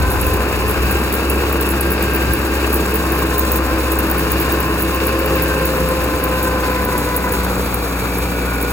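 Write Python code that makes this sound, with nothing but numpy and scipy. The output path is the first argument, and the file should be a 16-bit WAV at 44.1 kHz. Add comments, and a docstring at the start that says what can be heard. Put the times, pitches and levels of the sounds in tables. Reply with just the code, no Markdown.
"""A dry stubble field, a few metres to the side of a four-cylinder diesel tractor pulling a seeder.
Light wind rumbles on the microphone. On the right the seeder hisses through straw and snaps dry stalks.
On the left the firings drive the tractor's sound: the fan throbs against the exhaust, gear teeth whine,
diesel knock clatters in the block and the stack booms. Towards the end the engine sags under the load."""
import sys
import numpy as np
from scipy import signal
from scipy.fft import rfft, irfft
from scipy.io import wavfile
from scipy.ndimage import uniform_filter1d

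SR = 44100
rng = np.random.default_rng(int(sys.argv[2]) if len(sys.argv) > 2 else 0)


def unload_audio(sound):
    """Save the sound as a 16-bit wav file, at the path given as the first command line argument."""
    columns = np.transpose(np.atleast_2d(sound))
    # keep every value between -1 and 1, then stretch to whole-number steps
    steps = np.round(np.clip(columns, -1, 1) * 32767)
    wavfile.write(sys.argv[1], SR, steps.astype(np.int16))


N = 384552
T = np.arange(N) / SR
HZ = np.maximum(np.arange(N // 2 + 1) * SR / N, 1)
# how early each sound reaches the left microphone port; the rattle gets to the right one by a bounce
ENGINE_LEAD_S, RATTLE_LEAD_S, SEEDER_LEAD_S = .000125, .00086, -.00022


def undb(db):
    """Decibels to gain."""
    return 10 ** (np.asarray(db) / 20)


def unit(x):
    """Scale to rms 1."""
    return x / np.sqrt(np.mean(x ** 2))


def curve(table):
    """An automation lane: straight lines through (time_s, value) points."""
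    return np.interp(T, *np.transpose(table))


def colour(x, spectrum):
    """EQ a sound with a (freq_hz, gain_db) curve, rolling off beyond its ends; rms 1."""
    hz, db = np.transpose(spectrum)
    skirts = np.minimum(HZ / hz[0], 1) ** 2 * np.minimum(hz[-1] / HZ, 1) ** 2
    gain = skirts * undb(np.interp(np.log(HZ), np.log(hz), db))
    return unit(irfft(rfft(x) * gain, N))


def walk(rate_hz):
    """A smooth random modulator: sample and hold, slewed twice; rms 1."""
    hold = int(SR / rate_hz)
    held = np.repeat(rng.standard_normal(N // hold + 1), hold)
    return unit(uniform_filter1d(uniform_filter1d(held, hold), hold)[:N])


def place(x, lead_s, pan_db=0):
    """Pan by time and level: positive values make the left side earlier and louder."""
    left = irfft(rfft(x) * np.exp(2j * np.pi * HZ * lead_s), N)
    return np.array([left * undb(pan_db / 2), x * undb(-pan_db / 2)])


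def spread(paths, lead_s, scatter, pan_db=0):
    """Widen a sound: one direct path, plus one per side carrying the scattered share of the power."""
    return np.sqrt(1 - scatter) * place(paths[0], lead_s, pan_db) + np.sqrt(scatter) * paths[1:]


def tone(firings, order, wobble_rad, flutter_db=0):
    """A partial at `order` times the firing rate, wavering in phase and level; rms 1."""
    phase = 2 * np.pi * (order * firings + rng.random()) + wobble_rad * walk(25)
    return unit(np.sin(phase) * undb(flutter_db * walk(14)))


def load_gain(lugging, free_db, lugging_db):
    """A fader that moves from its free-running to its lugging level as the engine slows."""
    return undb(free_db + lugging * (lugging_db - free_db))


# rumble EQ: freq_hz, gain_db
WIND_EQ = [(15, -25), (30, -24), (42, -10), (60, -1.5), (80, -4), (110, -9), (200, -19.5), (500, -44)]
# gusts: peak_s, level_db, half_length_s
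WIND_GUSTS = [(0.043, -23, 0.28), (0.647, -26.5, 0.42), (2.326, -30, .08), (5.85, -37, 0.3),
              (7.397, -34, 0.11)]


def wind(breeze_db=-32.5):
    """Low eddies buffet the microphone: a light breeze with a few gusts."""
    gusts = sum(undb(db) * np.exp(-((T - s) / half_s) ** 2) for s, db, half_s in WIND_GUSTS)
    eddies = colour(rng.standard_normal((3, N)) * undb(2 * walk(13)), WIND_EQ)
    return (undb(breeze_db) + gusts) * spread(eddies, lead_s=0, scatter=.21)


def faint_snaps(per_s=4.3, level_db=-35.5, range_db=6):
    """Cues for weak snaps of one or two strikes, one at a random moment in each stretch of travel."""
    slots_s = np.arange(0, T[-1], 1 / per_s)
    start_s = slots_s + rng.random(len(slots_s)) / per_s
    low_db, high_db = level_db + rng.uniform(-range_db, range_db, (2, len(slots_s)))
    return list(zip(start_s, low_db, high_db, rng.integers(1, 3, len(slots_s))))


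# loud snaps, with band levels before the boost in seeder(): start_s, low_db, high_db, strike_count
SNAP_CUES = [(0.102, -23.5, -27, 2), (0.211, -17, -26, 1), (0.267, -25, -21, 1), (0.336, -23, -27, 1),
             (0.68, -25, -29, 3), (0.911, -20.5, -21, 1), (1.125, -24, -22, 3), (1.298, -18, -20, 1),
             (1.526, -28, -23, 1), (1.609, -21, -17, 1), (1.688, -23, -24, 3), (1.808, -18, -25, 1),
             (1.904, -25, -24, 1), (1.917, -24, -20, 1), (2.024, -23, -24, 1), (2.133, -26, -24, 2),
             (2.16, -28, -21, 1), (2.334, -18.5, -15, 1), (2.728, -24.5, -18, 3), (2.941, -26, -19, 2),
             (3.12, -24, -19, 1), (3.188, -24, -19, 1), (3.38, -26, -16, 2), (3.517, -24, -16, 1),
             (3.557, -20.5, -18, 1), (3.918, -18, -19, 1), (3.988, -20, -13, 1), (4.098, -34, -22, 1),
             (4.112, -28, -19, 1), (4.18, -26, -23, 2), (4.317, -25, -16, 1), (4.399, -26, -17, 2),
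             (4.521, -27, -14, 1), (4.602, -28, -18, 1), (4.793, -25, -21, 2), (4.821, -25, -18, 1),
             (4.945, -29, -22, 1), (5.068, -24, -19, 1), (5.19, -29, -22, 2), (5.258, -24, -23, 1),
             (5.354, -35, -21, 1), (5.421, -28, -20, 2), (5.653, -23, -18, 1), (5.887, -21, -25, 1),
             (6.04, -27, -25, 1), (6.238, -21, -21, 1), (6.427, -24, -20, 1), (6.849, -28, -22, 1),
             (6.978, -24.5, -23, 1), (7.163, -20, -23, 1), (7.321, -23, -23, 1), (7.742, -22, -19, 1),
             (8.183, -26, -23, 1), (8.611, -27, -22, 2)]
# EQs of a snap's lower and upper band: freq_hz, gain_db
SNAP_LOW_EQ = [(4000, -41), (8000, -9.5), (10000, -1.5), (11200, 1), (13000, 2), (14500, -6), (16000, -34)]
SNAP_HIGH_EQ = [(12000, -40), (13500, 11), (14500, 14), (15450, 13), (16000, -5)]


def snaps(gap_s=.0133, rise_s=.0005, fall_s=.0056, step_db=-.7, rebound_db=-14, ring_hz=(10200, 15600)):
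    """Dry stalks and steel snap: one to three gritty strikes and a faint rebound, each with its own ring."""
    low, high, rings = np.zeros((3, N))
    for start_s, low_db, high_db, strikes in SNAP_CUES + faint_snaps():
        near = slice(int(start_s * SR), int(start_s * SR) + SR // 10)
        for k in range(strikes + 1):
            age = np.maximum(T[near] - start_s - k * gap_s, 0)
            strike_db = k * step_db if k < strikes else rebound_db
            if k > 0:
                strike_db += rng.normal(0, 1.5)
            decay_s = fall_s * rng.lognormal(0, .2)
            burst = undb(strike_db) * (1 - np.exp(-age / rise_s)) * np.exp(-age / decay_s)
            low[near] += burst * undb(low_db)
            high[near] += burst * undb(high_db)
            pitch_hz = rng.uniform(*ring_hz)
            ring_db = np.interp(pitch_hz, ring_hz, (low_db, high_db)) - 3  # tucked under the strike
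            rings[near] += burst * undb(ring_db) * np.sin(2 * np.pi * pitch_hz * age)
    grit = undb(2.5 * walk(2500)) * rng.standard_normal((2, N))
    return rings + low * colour(grit[0], SNAP_LOW_EQ) + high * colour(grit[1], SNAP_HIGH_EQ)


# EQs of the straw hiss and the fine crackle: freq_hz, gain_db
STRAW_EQ = [(2400, 3.5), (3200, 0.5), (4000, 11), (5200, 2), (6800, 4), (8500, 6), (11000, 6.5), (13000, 6),
            (15000, 12), (16000, -0.5)]
CRACKLE_EQ = [(5000, -12), (8000, 7), (11000, -9), (15000, 6), (16000, -4)]


def seeder(crackles_per_s=77, crackle_fall_s=.00091, snap_boost_db=4.2):
    """Openers hiss and crackle through soil and straw, with louder snaps on top."""
    rustle = undb(1.68 * walk(90) + .6 * walk(11))
    straw = colour(rng.standard_normal((3, N)) * rustle, STRAW_EQ)
    hiss = undb(-29.5) * spread(straw, SEEDER_LEAD_S, scatter=.0016)
    breaks = (rng.random(N) < crackles_per_s / SR) * rng.standard_normal(N)
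    fibres = signal.fftconvolve(breaks, np.exp(-T[:SR // 100] / crackle_fall_s))[:N]
    crackle = undb(-41.5) * colour(fibres * rng.standard_normal(N), CRACKLE_EQ)
    sound = hiss + place(undb(snap_boost_db) * snaps() + crackle, SEEDER_LEAD_S)
    return sound * np.array([[1], [-1]])  # this treble reaches the two ports in opposite phase


# faders of the exhaust hum and the fan tone: time_s, level_db
HUM_FADER = [(0, -33), (2.5, -29.5), (3.8, -24.5), (5.3, -27.5), (5.9, -33), (6.6, -28.5), (7, -33),
             (8.72, -31)]
FAN_FADER = [(0, -35), (0.8, -33), (1.5, -26.5), (2.15, -25.5), (2.65, -30), (3.3, -26.5), (5.25, -25.5),
             (5.7, -30), (6.4, -32), (7.2, -46)]


def fan_throb(firings, hum_order=5, fan_order=5.097, crest_s=4.23):
    """The belt-driven fan runs just above an exhaust harmonic; the two beat about six times a second."""
    phase = 2 * np.pi * (firings - np.interp(crest_s, T, firings))
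    throb = sum(undb(curve(fader) + .8 * walk(12)) * np.sin(order * phase)
                for order, fader in ((hum_order, HUM_FADER), (fan_order, FAN_FADER)))
    return place(throb, ENGINE_LEAD_S)


# faders of the gear whine's first four harmonics: time_s, level_db
MESH_FADER = [(0, -39), (0.45, -35), (0.7, -41), (3.3, -46), (3.6, -33), (3.95, -32), (4.2, -40),
              (4.9, -36), (5.2, -27.3), (5.9, -26.3), (6.3, -29), (7.5, -30.5), (7.9, -36)]
OCTAVE_FADER = [(0, -32), (0.68, -29), (0.8, -39), (1, -35), (1.15, -44), (2.55, -43), (3, -32.5),
                (3.4, -27), (3.52, -31.5), (5.5, -31), (6.85, -26.5), (7.42, -27.5), (7.62, -41)]
THIRD_FADER = [(0, -31), (0.7, -40), (0.95, -28.5), (1.2, -37.5), (2.099, -31.5), (3.4, -36.5), (3.75, -35),
               (5.25, -44), (5.5, -25.5), (5.75, -43), (6.2, -34), (6.55, -30), (6.8, -35), (7.4, -34.5),
               (7.9, -50), (8.5, -32)]
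FOURTH_FADER = [(6.45, -54), (6.65, -40), (7.3, -37.5), (7.6, -56)]


def gears(firings, mesh_order=8, twist=.0039):
    """Meshing teeth whine, the overtones fluttering most; their backlash adds a faint growl."""
    # uneven firings twist the crankshaft back and forth once in four strokes, roughening the whine
    shaft = firings + twist * np.sin(2 * np.pi * firings / 4)
    gains = [undb(curve(fader)) for fader in (MESH_FADER, OCTAVE_FADER, THIRD_FADER, FOURTH_FADER)]
    mesh, *overtones = [gain * tone(shaft, k * mesh_order, wobble_rad=.22)
                        for k, gain in enumerate(gains, 1)]
    flutter = unit(walk(55) + .5 * walk(130))
    whine = mesh * unit(undb(1.2 * flutter)) + sum(overtones) * unit(undb(2.6 * flutter))
    backlash = tone(shaft + .029 * walk(140), mesh_order, wobble_rad=.87, flutter_db=2)
    growl = gains[0] * undb(-6) * backlash
    return place(whine + growl, ENGINE_LEAD_S)


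# accent of each of the four cylinders: gain_db
CYLINDER_ACCENTS = [-0.42, -0.24, 0.95, -0.47]


def knocks(firings, ring_s, jitter_db, puff_firings, puff_db):
    """Three paths from a struck part: each cylinder rings it its own way, followed by a puff of noise."""
    hits = np.flatnonzero(np.diff(np.floor(firings))) + 1
    cylinder = np.floor(firings).astype(int) % len(CYLINDER_ACCENTS)
    accent = undb(CYLINDER_ACCENTS)[cylinder]
    blows = accent[hits] * undb(jitter_db * rng.standard_normal(len(hits)))
    age = T[:SR // 10]
    rings = rng.standard_normal((4, 3, len(age))) * undb(-60 * age / ring_s)
    ringing = np.zeros((3, N + len(age)))
    for hit, blow in zip(hits, blows):
        ringing[:, hit:hit + len(age)] += blow * rings[cylinder[hit]]
    puffs = rng.standard_normal((3, N)) * accent * np.exp(-(firings % 1) / puff_firings)
    return unit(ringing[:, :N]) + undb(puff_db) * unit(puffs)


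# EQs of the castings, the valves and the loose panel: freq_hz, gain_db
CASTING_EQ = [(350, 0.5), (600, -3), (800, 0.5), (1100, 2), (1350, 0.5), (1650, 1), (1850, -3.5),
              (2100, -21.5), (2500, -25)]
VALVE_EQ = [(1500, -6.5), (1950, -3.5), (2250, 0), (2630, 0), (2800, 2.5), (3000, -5.5), (3300, -14.5),
            (3800, -9), (5200, -9.5), (8000, -41)]
PANEL_EQ = [(2300, -25), (2520, -4), (2620, 8), (2700, -3), (2780, -1), (2900, -1.5), (3100, -33)]
# fader of the panel buzz, which settles for a while as the engine sags: time_s, level_db
PANEL_FADER = [(0, -32), (1.1, -31.5), (3.6, -35.5), (4.6, -33.5), (6.48, -34.5), (6.68, -40), (7.7, -37.5),
               (8.3, -31.5)]
# spurts of that buzz: peak_s, boost_db
PANEL_SPURTS = [(.49, 4), (1.31, 6), (2.65, 7), (4.66, 6), (6.35, 4)]


def engine_block(firings, lugging, sag_ratio=.89, spurt_half_s=.015):
    """Diesel knock rings the castings, valves rattle and a loose panel buzzes; all darken under load."""
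    def resonate(x, eq):
        lowered_eq = np.array(eq) * [sag_ratio, 1]
        return (1 - lugging) * colour(x, eq) + lugging * colour(x, lowered_eq)
    castings = knocks(firings, ring_s=.16, jitter_db=2, puff_firings=4, puff_db=.5)
    clatter = load_gain(lugging, -24, -26) * resonate(castings * undb(.6 * walk(18)), CASTING_EQ)
    valves = knocks(firings, ring_s=.25, jitter_db=5, puff_firings=8.8, puff_db=4)
    rattle = load_gain(lugging, -30, -34) * resonate(valves * undb(.63 * walk(18)), VALVE_EQ)
    panel = knocks(firings, ring_s=.15, jitter_db=3, puff_firings=1, puff_db=-.5)
    spurts_db = sum(db * np.exp(-((T - s) / spurt_half_s) ** 2) for s, db in PANEL_SPURTS)
    buzz = undb(curve(PANEL_FADER) + spurts_db) * resonate(panel * undb(.9 * walk(16)), PANEL_EQ)
    return (spread(clatter, ENGINE_LEAD_S, scatter=.057, pan_db=4.5)
            + spread(rattle + buzz, RATTLE_LEAD_S, scatter=.42, pan_db=1.5))


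# fader of the stack's boom: time_s, level_db
BOOM_FADER = [(0, -20.5), (4, -21.5), (5.8, -23.5), (8.72, -24)]
# sustained exhaust tones: order (times the firing rate), free_db, lugging_db
EXHAUST_TONES = [(2, -41, -36), (2.75, -42, -40), (3.25, -40, -45), (3.75, -41, -45), (4, -37.5, -40),
                 (4.5, -31, -38), (4.75, -35.5, -31), (5.25, -41, -44)]
# exhaust tones that swell and drop out, listed by order: start_s, end_s, level_db
EXHAUST_SWELLS = {2.5: [(.86, 1.12, -33), (1.3, 1.8, -33), (1.8, 2.4, -33), (2.76, 3.68, -31),
                  (3.98, 4.86, -30), (5.22, 6.02, -29), (6.18, 6.75, -32), (6.85, 7.35, -34)],
                  3: [(0, 3.06, -34.5), (3.85, 5, -37.5), (6.3, 7.3, -35), (7.3, 9.6, -31.5)],
                  6: [(.25, 2.4, -32.5)], 6.5: [(0, .85, -32.5), (1.35, 1.65, -32), (1.85, 2.45, -34),
                  (2.75, 3.4, -32), (3.9, 4.05, -35), (4.2, 4.9, -34), (5.12, 5.7, -31)]}
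# EQ of the bark: freq_hz, gain_db
BARK_EQ = [(50, -41), (85, -6), (115, -2.5), (145, -7), (190, -0.5), (260, -3), (330, -2.5), (400, -1),
           (530, -2), (640, -13), (900, -48)]


def exhaust(firings, lugging, fade_s=.14):
    """The stack booms and barks at the firing rate; unequal cylinders add tones between the harmonics."""
    tones = undb(curve(BOOM_FADER)) * tone(firings, order=1, wobble_rad=.028)
    for order, free_db, lugging_db in EXHAUST_TONES:
        gain = load_gain(lugging, free_db, lugging_db)
        tones += gain * tone(firings, order, wobble_rad=.071, flutter_db=1.5)
    for order, swells in EXHAUST_SWELLS.items():
        gain = sum(undb(db) * np.clip(np.minimum(T - start_s, end_s - T) / fade_s + .5, 0, 1)
                   for start_s, end_s, db in swells)
        tones += gain * tone(firings, order, wobble_rad=.071, flutter_db=2)
    pulses = knocks(firings, ring_s=.062, jitter_db=2.2, puff_firings=.8, puff_db=6)
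    bark = colour(pulses * undb(.8 * walk(14)), BARK_EQ)
    return (place(tones, ENGINE_LEAD_S)
            + load_gain(lugging, -24, -27) * spread(bark, ENGINE_LEAD_S, scatter=.052))


# engine speed: time_s, firing_rate_hz
ENGINE_SPEED = [(0, 64), (0.3, 64.52), (0.62, 64.76), (0.85, 66.28), (1.3, 66.57), (1.8, 66.6),
                (2.3, 65.97), (2.9, 66.08), (3.25, 65.53), (3.55, 64.48), (3.85, 64.52), (4.4, 65.84),
                (4.8, 65.02), (5.2, 65.86), (5.8, 64.74), (6.2, 64.37), (6.55, 64.07), (6.95, 62.52),
                (7.25, 62.57), (7.55, 61.4), (7.95, 60.6), (8.25, 61.13), (8.72, 60.25)]


def scene(free_hz=65.4, lugging_hz=57.8):
    """The firing rate drives everything on the tractor; seeder and wind run on their own."""
    rate_hz = curve(ENGINE_SPEED)
    firings = np.cumsum(rate_hz) / SR  # running count
    lugging = np.clip((free_hz - rate_hz) / (free_hz - lugging_hz), 0, 1)
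    engine = exhaust(firings, lugging) + engine_block(firings, lugging)
    return engine + gears(firings) + fan_throb(firings) + seeder() + wind()


def record(dry, cutoff_hz=15900):
    """A steep low-pass takes the very top off the mix."""
    return signal.sosfilt(signal.ellip(10, .2, 80, cutoff_hz, fs=SR, output="sos"), dry)


dry = scene()
out = record(dry)
unload_audio(out)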